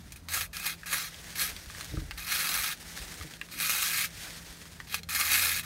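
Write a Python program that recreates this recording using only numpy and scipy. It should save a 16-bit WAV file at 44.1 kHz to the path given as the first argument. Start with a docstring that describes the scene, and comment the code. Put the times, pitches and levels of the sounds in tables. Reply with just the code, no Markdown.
"""Scraping a boat hull in an open yard

A steel hand scraper rasps down the painted flank: random clicks, for tiny fractures of the paint, ring
the blade and hull skin, and each stroke swells with hand pressure. Touches and knocks ring the same modes.
Filtered noise makes the coverall's rustle, with ticks of flakes on a tarpaulin; thumps are decaying sines.
Behind lie a steady outdoor wash, lumpy wind rumble and a distant motor hum of two wavering sines."""
import sys
import numpy as np
from scipy import signal
from scipy.fft import rfft, irfft
from scipy.io import wavfile
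from scipy.ndimage import uniform_filter1d

SR = 44100
rng = np.random.default_rng(int(sys.argv[2]) if len(sys.argv) > 2 else 0)


def store_wav(level_fs):
    """Save 16-bit WAV to argv[1]."""
    pcm = np.round(np.clip(np.atleast_2d(level_fs), -1, 1) * 32767)
    wavfile.write(sys.argv[1], SR, pcm.T.astype(np.int16))


N = 249165  # length in samples

# Modes of the blade and hull skin. Each row: pitch in Hz, width in Hz, relative level in dB.
BLADE_MODES = [(1216, 18, 5), (1443, 120, -17), (1654, 60, 3), (2170, 87, -12.5), (2400, 130, 7),
               (2660, 52, -11), (3560, 940, -7.5), (4155, 67, 2.5), (4450, 35, -4), (6140, 190, -12.5),
               (6550, 123, 2), (7700, 1050, -4.5), (9630, 1400, -4), (11100, 1500, -0.5),
               (12600, 770, -4.5)]


def gain_of(db):
    """Amplitude factor for a level in dB."""
    return 10 ** (np.asarray(db) / 20)


def evened(x):
    """Scales x to an rms of 1."""
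    return x / np.sqrt(np.mean(x ** 2) + 1e-20)


def smoothed(x, span):
    """Two running means in a row, each span samples long."""
    return uniform_filter1d(uniform_filter1d(x, span), span)


def steadied(x):
    """Divides out the slow level, so that the stroke and bite gains set the swell."""
    return evened(x / np.sqrt(abs(smoothed(x ** 2, 2000)) + 1e-20))


def add(mix, s, sound):
    """Lays a sound into the mix from s seconds on, cut at the end."""
    part = mix[round(s * SR):][:len(sound)]
    part += sound[:len(part)]


def wander(seconds):
    """Slow random drift of rms 1 that holds for about the given time."""
    return evened(smoothed(rng.standard_normal(N), max(int(seconds * SR), 1)))


def above(x, hz):
    """High-pass run forward and backward, so that nothing is delayed."""
    return signal.sosfiltfilt(signal.butter(N=4, Wn=hz, btype="high", fs=SR, output="sos"), x)


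def resonate(x, hz, width):
    """Shifts hz down to zero, smooths, and shifts back: a resonance of gain 1."""
    turn = np.exp(2j * np.pi * np.cumsum(hz * np.ones(len(x))) / SR)
    decay = np.exp(-np.pi * width / SR)
    return 2 * (turn * signal.lfilter([1 - decay], [1, -decay], x / turn)).real


def coloured(x, spectrum, patchy_db, size):
    """Gives x a spectrum, with random patches drifting in time and pitch."""
    hz, _, z = signal.stft(x, SR, nperseg=size)
    f, db = np.transpose(spectrum)
    patches = rng.standard_normal(z.shape)
    patches = evened(uniform_filter1d(uniform_filter1d(patches, 5, 0), 9, 1))
    colour_db = np.interp(np.log(hz + 1), np.log(f + 1), db)
    z = z * gain_of(colour_db[:, None] + patchy_db * patches)
    return evened(signal.istft(z, SR, nperseg=size)[1][:N])


def grains(per_s, spread_db):
    """Random clicks of either sign; a few are much larger than the rest."""
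    size_db = spread_db * np.minimum(rng.exponential(1, N), 4)
    size = gain_of(size_db) * rng.choice([-1., 1.], N)
    return evened(size * (rng.random(N) < per_s / SR))


def yard():
    """Steady outdoor wash, lumpy wind rumble from resonant noise, and a wavering two-line motor hum."""
    # Colour of the open yard. Each row: frequency in Hz, relative level in dB per Hz.
    yard_colour = [(12, -38), (20, -20), (65, 3.5), (119, 7), (162, 2.5), (214, 2.5), (455, -8),
                   (913, -11.5), (1690, -15.5), (2950, -19), (6430, -23.5), (12900, -26.5), (15700, -32)]
    # Wind gusts. Each row: time of the peak in seconds, level in dB.
    gusts = [(0.04, -58), (0.49, -58), (1.55, -54), (1.99, -38), (2.15, -55), (2.55, -54), (3.02, -53),
             (4.2, -55), (4.5, -62), (5.6, -53)]
    # Course of the distant hum. Each row: time in seconds, level of the fundamental in dB.
    hum_course = [(0.0, -65), (0.33, -48.5), (0.64, -63), (1.62, -59.5), (2.1, -51), (2.5, -66), (4.2, -68),
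                  (5.45, -47), (5.65, -53.5)]
    wash_db, breeze_db, octave_db = -55, -56.5, -59
    gust_s, hum_hz = 0.075, 83.4
    t = np.arange(N) / SR

    wash = gain_of(wash_db) * coloured(rng.standard_normal(N), yard_colour, 3.3, size=2048)

    rumble = evened(resonate(resonate(rng.standard_normal(N), 50, 25), 48.0, 34))
    swells = sum(gain_of(db) * np.exp(-((t - s) / gust_s) ** 2) for s, db in gusts)
    wind = rumble * (gain_of(breeze_db) + swells)

    turn = 2 * np.pi * np.cumsum(hum_hz * (1 + 0.0063 * wander(0.081))) / SR
    hum_db = np.interp(t, *np.transpose(hum_course)) + 1.3 * wander(0.026)
    hum = gain_of(hum_db) * np.sin(turn)
    hum = hum + gain_of(octave_db + 2.6 * wander(0.05)) * np.sin(2 * turn)
    return wash + wind + np.sqrt(2) * hum  # the hum levels are rms


def thumps():
    """Soft low pushes as the worker shifts weight: about one swing, and a short ring underfoot."""
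    # Dull thumps. Each row: start in seconds, level in dB, pitch in Hz.
    pushes = [(1.53, -39, 45), (1.671, -34, 57.7), (1.921, -41, 110), (1.938, -28.5, 112), (1.975, -24, 98),
              (2.018, -26, 79.4), (2.086, -32, 63.7), (2.136, -32, 59.6), (3.0, -35, 59), (3.019, -36, 57),
              (3.204, -34.5, 85), (3.213, -34, 64.6), (3.247, -46, 150), (4.499, -38, 50)]
    # What rings in a thump. Each row: pitch in Hz, width in Hz, relative level in dB.
    boards = [(149.2, 9.6, 0.5), (304, 21.5, 3), (430, 43, -2), (547, 64, -6.5)]
    ring_db, ring_db_per_octave = -9.5, 21  # for a 100 Hz thump; duller thumps ring less
    rise_s = 0.00095
    out, t = np.zeros(N), np.arange(12000) / SR
    detunings = rng.uniform(0.894, 1.05, (len(pushes), len(boards)))
    for (s, db, hz), detune in zip(pushes, detunings):
        swing = np.sin(2 * np.pi * hz * t) * np.exp(-t * hz / 1.06)
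        rattle = sum(gain_of(d) * np.sin(2 * np.pi * f * k * t) * np.exp(-np.pi * w * t)
                     for k, (f, w, d) in zip(detune, boards))
        rattle_gain = gain_of(ring_db + ring_db_per_octave * np.log2(hz / 100))
        add(out, s, gain_of(db) * (swing + rattle_gain * rattle) * (1 - np.exp(-t / rise_s)))
    return out


def rustle():
    """Smooth hiss of stiff cloth with sparse ticks of landing flakes."""
    # Course of the rustle. Each row: time in seconds, level in dB.
    course = [(0.0, -55.5), (0.12, -57), (0.28, -63), (0.5, -70), (0.78, -55.5), (1.09, -50), (1.3, -43.5),
              (1.49, -43.5), (1.65, -47), (1.83, -42), (2.1, -53.5), (2.14, -53), (2.77, -50),
              (2.912, -42.5), (3.226, -43.5), (3.4, -53), (4.106, -49.5), (4.208, -41), (4.76, -53),
              (4.84, -53.5), (4.99, -66), (5.65, -49.5)]
    # Colour of cloth and flakes. Each row: frequency in Hz, relative level in dB per Hz.
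    cloth = [(240, -7), (400, -8), (674, -9), (975, -10), (1140, -11), (1690, -1.5), (2450, -4),
             (3430, -4.5), (9610, -10.5), (15700, -18)]
    hiss = rng.standard_normal(N) * gain_of(1.7 * wander(0.014))
    ticks = gain_of(-8.5) * grains(500, 5.9)
    level_db = np.interp(np.arange(N) / SR, *np.transpose(course))
    return coloured(hiss + ticks, cloth, 1.0, size=256) * gain_of(level_db)


def taps():
    """A sharp blow gives a broad click and rings the blade modes, most those near its centre."""
    # The blade touches, catches or knocks. Each row: start in seconds, level in dB,
    # centre of the click in Hz, spread over the modes in octaves.
    knocks = [(0.122, -27, 6360, 0.74), (0.286, -23.5, 2440, 0.72), (0.532, -33, 2540, 1.1),
              (0.5682, -22, 4000, 0.48), (0.6583, -35, 1890, .9), (0.833, -30.5, 2000, 0.24),
              (0.931, -23, 1500, 0.24), (1.1441, -27.5, 2930, 0.51), (1.359, -39, 2190, 1.3),
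              (1.3962, -17, 4700, .9), (1.5648, -24.5, 3230, 0.76), (1.7, -31, 1780, 0.53),
              (1.7487, -32.5, 1770, 0.36), (1.8099, -21, 2960, .95), (1.8454, -21.5, 5800, 1.1),
              (1.9713, -33.5, 1500, 0.47), (2.11, -20, 2170, 1.3), (2.1151, -26.5, 2210, .6),
              (2.1797, -35, 2160, 0.58), (2.196, -35, 2170, .74), (3.2118, -28, 1800, 1.3),
              (3.337, -29.5, 2600, 0.93), (3.414, -19, 2030, 0.41), (3.4874, -34, 2020, .9),
              (3.5166, -32, 2250, 1.1), (4.616, -32, 2660, .9), (4.655, -34, 1910, 1.3),
              (4.802, -25.5, 1750, .52), (4.8743, -33, 2000, 1.2), (4.9426, -23, 2260, 0.69),
              (5.0331, -28.5, 4300, 0.93), (5.089, -27.5, 1740, 1.3), (5.1503, -17, 4060, .9),
              (5.2116, -13, 2416, .98)]
    out, t = np.zeros(N), np.arange(4000) / SR
    for s, db, hz, octaves in knocks:
        noise = rng.standard_normal(len(t)) * gain_of(-60 * t / 0.014)  # falls 60 dB in 14 ms
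        blow = (t == 0) * 4.75 + noise
        width = hz * octaves
        click = resonate(resonate(blow, hz, width), hz, 2 * width)
        modes = 0
        for f, w, mode_db in BLADE_MODES:
            near = np.exp(-.5 * (np.log2(f / hz) / octaves) ** 2)
            modes = modes + near * gain_of(mode_db) * resonate(blow, f, w + 60) * np.sqrt(f / w)
        sound = click / abs(click).max() + gain_of(-7) * modes / abs(modes).max()
        add(out, s, gain_of(db) * sound / abs(sound).max())
    # the thin blade radiates no bass
    return signal.sosfilt(signal.butter(N=4, Wn=900, btype="high", fs=SR, output="sos"), out)


def stroke(touch_s, touch_db, full_s, full_db, lift_s, lift_db, fastest_s, growl_db, sizzle_db):
    """Gains of body, growl and sizzle: the edge rests, the hand leans in, pulls down, lets go."""
    press_db_per_s, release_db_per_s, touch_rise_s = 261, 803, 0.0012
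    growl_ends_db, sizzle_ends_db = -3.5, -3.5  # both fall off toward the slow ends of a stroke
    t = np.arange(N) / SR
    lean_db = np.maximum(touch_db, full_db - press_db_per_s * (full_s - t))
    pull_db = np.interp(t, [full_s, lift_s], [full_db, lift_db])
    pull_db = pull_db - release_db_per_s * np.maximum(t - lift_s, 0)
    contact = np.clip((t - touch_s) / touch_rise_s, 0, 1)
    level = contact * gain_of(np.where(t < full_s, lean_db, pull_db))
    slow = abs(np.interp(t, [touch_s, fastest_s, lift_s], [-1, 0, 1]))
    return level * gain_of([0 * t, growl_db + growl_ends_db * slow, sizzle_db + sizzle_ends_db * slow])


def bite():
    """Gain that jumps as the edge bites into thicker paint, and sinks back."""
    # Sudden surges. Each row: start in seconds, surge in dB, fading time in seconds.
    bites = [(0.344, 2.5, .02), (.374, 5.5, 0.0085), (.409, 8.5, 0.014), (.567, 10, 0.006),
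             (.595, 2.5, .02), (.657, 7.5, 0.06), (.928, 6, 0.028), (1.395, 0.5, 0.026), (2.18, 4, 0.019),
             (2.268, 9, 0.02), (2.32, 2.5, 0.016), (2.54, 3.5, 0.028), (2.634, 5.5, 0.023), (3.6, 5, 0.038),
             (3.696, 6, 0.016), (3.821, 4, 0.021), (3.97, 3, 0.093), (4.943, 17, 0.0098),
             (5.148, 7.5, 0.023), (5.198, 8.5, 0.021), (5.42, 3.5, 0.12), (5.565, 1, .02)]
    t = np.arange(N) / SR
    return gain_of(sum(db * (t >= s) * np.exp(-np.maximum(t - s, 0) / fading) for s, db, fading in bites))


def scraper():
    """Fractures come in clumps as the edge judders; each mode flares on its own and drifts with the grip."""
    # Strokes of the hand. Each row: edge touches in seconds, level in dB while it rests lightly,
    # full pressure in seconds, level in dB, edge lifts in seconds, level in dB, hand fastest in seconds,
    # then hull growl and treble sizzle at the fastest, both in dB against the level at that moment.
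    strokes = [(.121, -50, 0.11, -48, 0.13, -52.5, .125, -25, 3),
               (.158, -50, .163, -50.5, .17, -53, .162, -14, 2),
               (0.285, -44, .34, -35.5, 0.45, -43.5, .345, -6, 3.5),
               (0.53, -43.5, 0.66, -38, 0.74, -47, 0.67, -7, 0.5),
               (.858, -42, .93, -35.5, 1.08, -44, .95, -5.5, 1.5),
               (1.354, -42.5, 1.412, -32, 1.498, -44, 1.405, -7.5, 3.5),
               (2.175, -45, 2.32, -33.5, 2.728, -37.5, 2.57, -6.5, 1.5),
               (3.512, -46, 3.612, -35, 4.05, -34, 3.76, -9.5, 2),
               (4.87, -51, 4.928, -40.5, 4.99, -45, 4.945, -12, -2),
               (5.088, -37.5, 5.26, -33.5, 5.36, -38, 5.2, -5.5, 3),
               (5.3, -36.5, 5.33, -29.5, 5.598, -37, 5.4, -8.5, 2.5),
               (5.629, -48, 6.6, -41.5, 5.63, -42, 5.61, 1, 2)]
    # Broad colour of the fractures. Each row: frequency in Hz, relative level in dB per Hz.
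    fracture_colour = [(290, -31), (500, -29.5), (900, -23.5), (1370, -10), (1520, -10), (1630, -7),
                       (2370, -2), (3260, -9.5), (4110, -6.5), (7210, -9), (12800, -5.5), (15700, -9.5)]
    growl_below_hz, sizzle_above_hz = 1500, 5500
    cracks = grains(8000, 2.0) * gain_of(2.0 * wander(0.0012) + 0.51 * wander(0.013))
    ring = 0
    for hz, width, db in BLADE_MODES:
        flare_db = 2.6 * wander(0.0043) + 2.6 * wander(0.062)
        drifting_hz = hz * (1 + 0.021 * wander(0.098))
        mode = evened(resonate(cracks, drifting_hz, width))
        ring = ring + gain_of(db + flare_db) * np.sqrt(width) * mode
    rasp = coloured(cracks, fracture_colour, 2.44, size=256) + gain_of(-0.5) * evened(above(ring, 1610))

    upper, sizzle = above(rasp, growl_below_hz), above(rasp, sizzle_above_hz)
    body, growl = upper - sizzle, rasp - upper
    gains = sum(stroke(*row) for row in strokes)
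    return bite() * (gains * [steadied(body), steadied(growl), steadied(sizzle)]).sum(0)


def under_hull(x):
    """Short sparse reflections between hull and ground, dying within a few dozen ms."""
    delays = np.arange(60, 6000, 20) + rng.integers(0, 20, 297)  # in samples
    tail = np.zeros(6100)
    tail[delays] = rng.choice([-1., 1.], len(delays)) * gain_of(-60 * delays / SR / 0.062)
    return signal.oaconvolve(x, tail / np.linalg.norm(tail))[:N]


def scene():
    """The tool and its reflections under the hull, with the worker and the yard around it."""
    tool = scraper() + taps()
    return (tool + gain_of(-6) * under_hull(tool) + rustle() + thumps() + yard())[None]


def record(dry):
    """The microphone housing cuts a few dips and the capsule loses the deepest bass; then the band limit."""
    # Dips in the microphone colour. Each row: centre in Hz, width in Hz, share removed.
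    dips = [(2930, 1260, 0.3), (7390, 500, 0.33), (10450, 530, 0.43), (13600, 360, 0.14)]
    edge_hz = 15780
    hz = np.fft.rfftfreq(N, 1 / SR)
    colour = hz ** 2 / (hz ** 2 + 30 ** 2)  # the bass loss
    for f, width, share in dips:
        colour = colour * (1 - share / (1 + ((hz - f) / (width / 2)) ** 2))
    heard = irfft(rfft(dry) * colour, N)
    band_limit = signal.firwin(801, edge_hz, window=("kaiser", 9), fs=SR)
    return signal.oaconvolve(heard, band_limit[None], "same")


dry = scene()
out = record(dry)
store_wav(out)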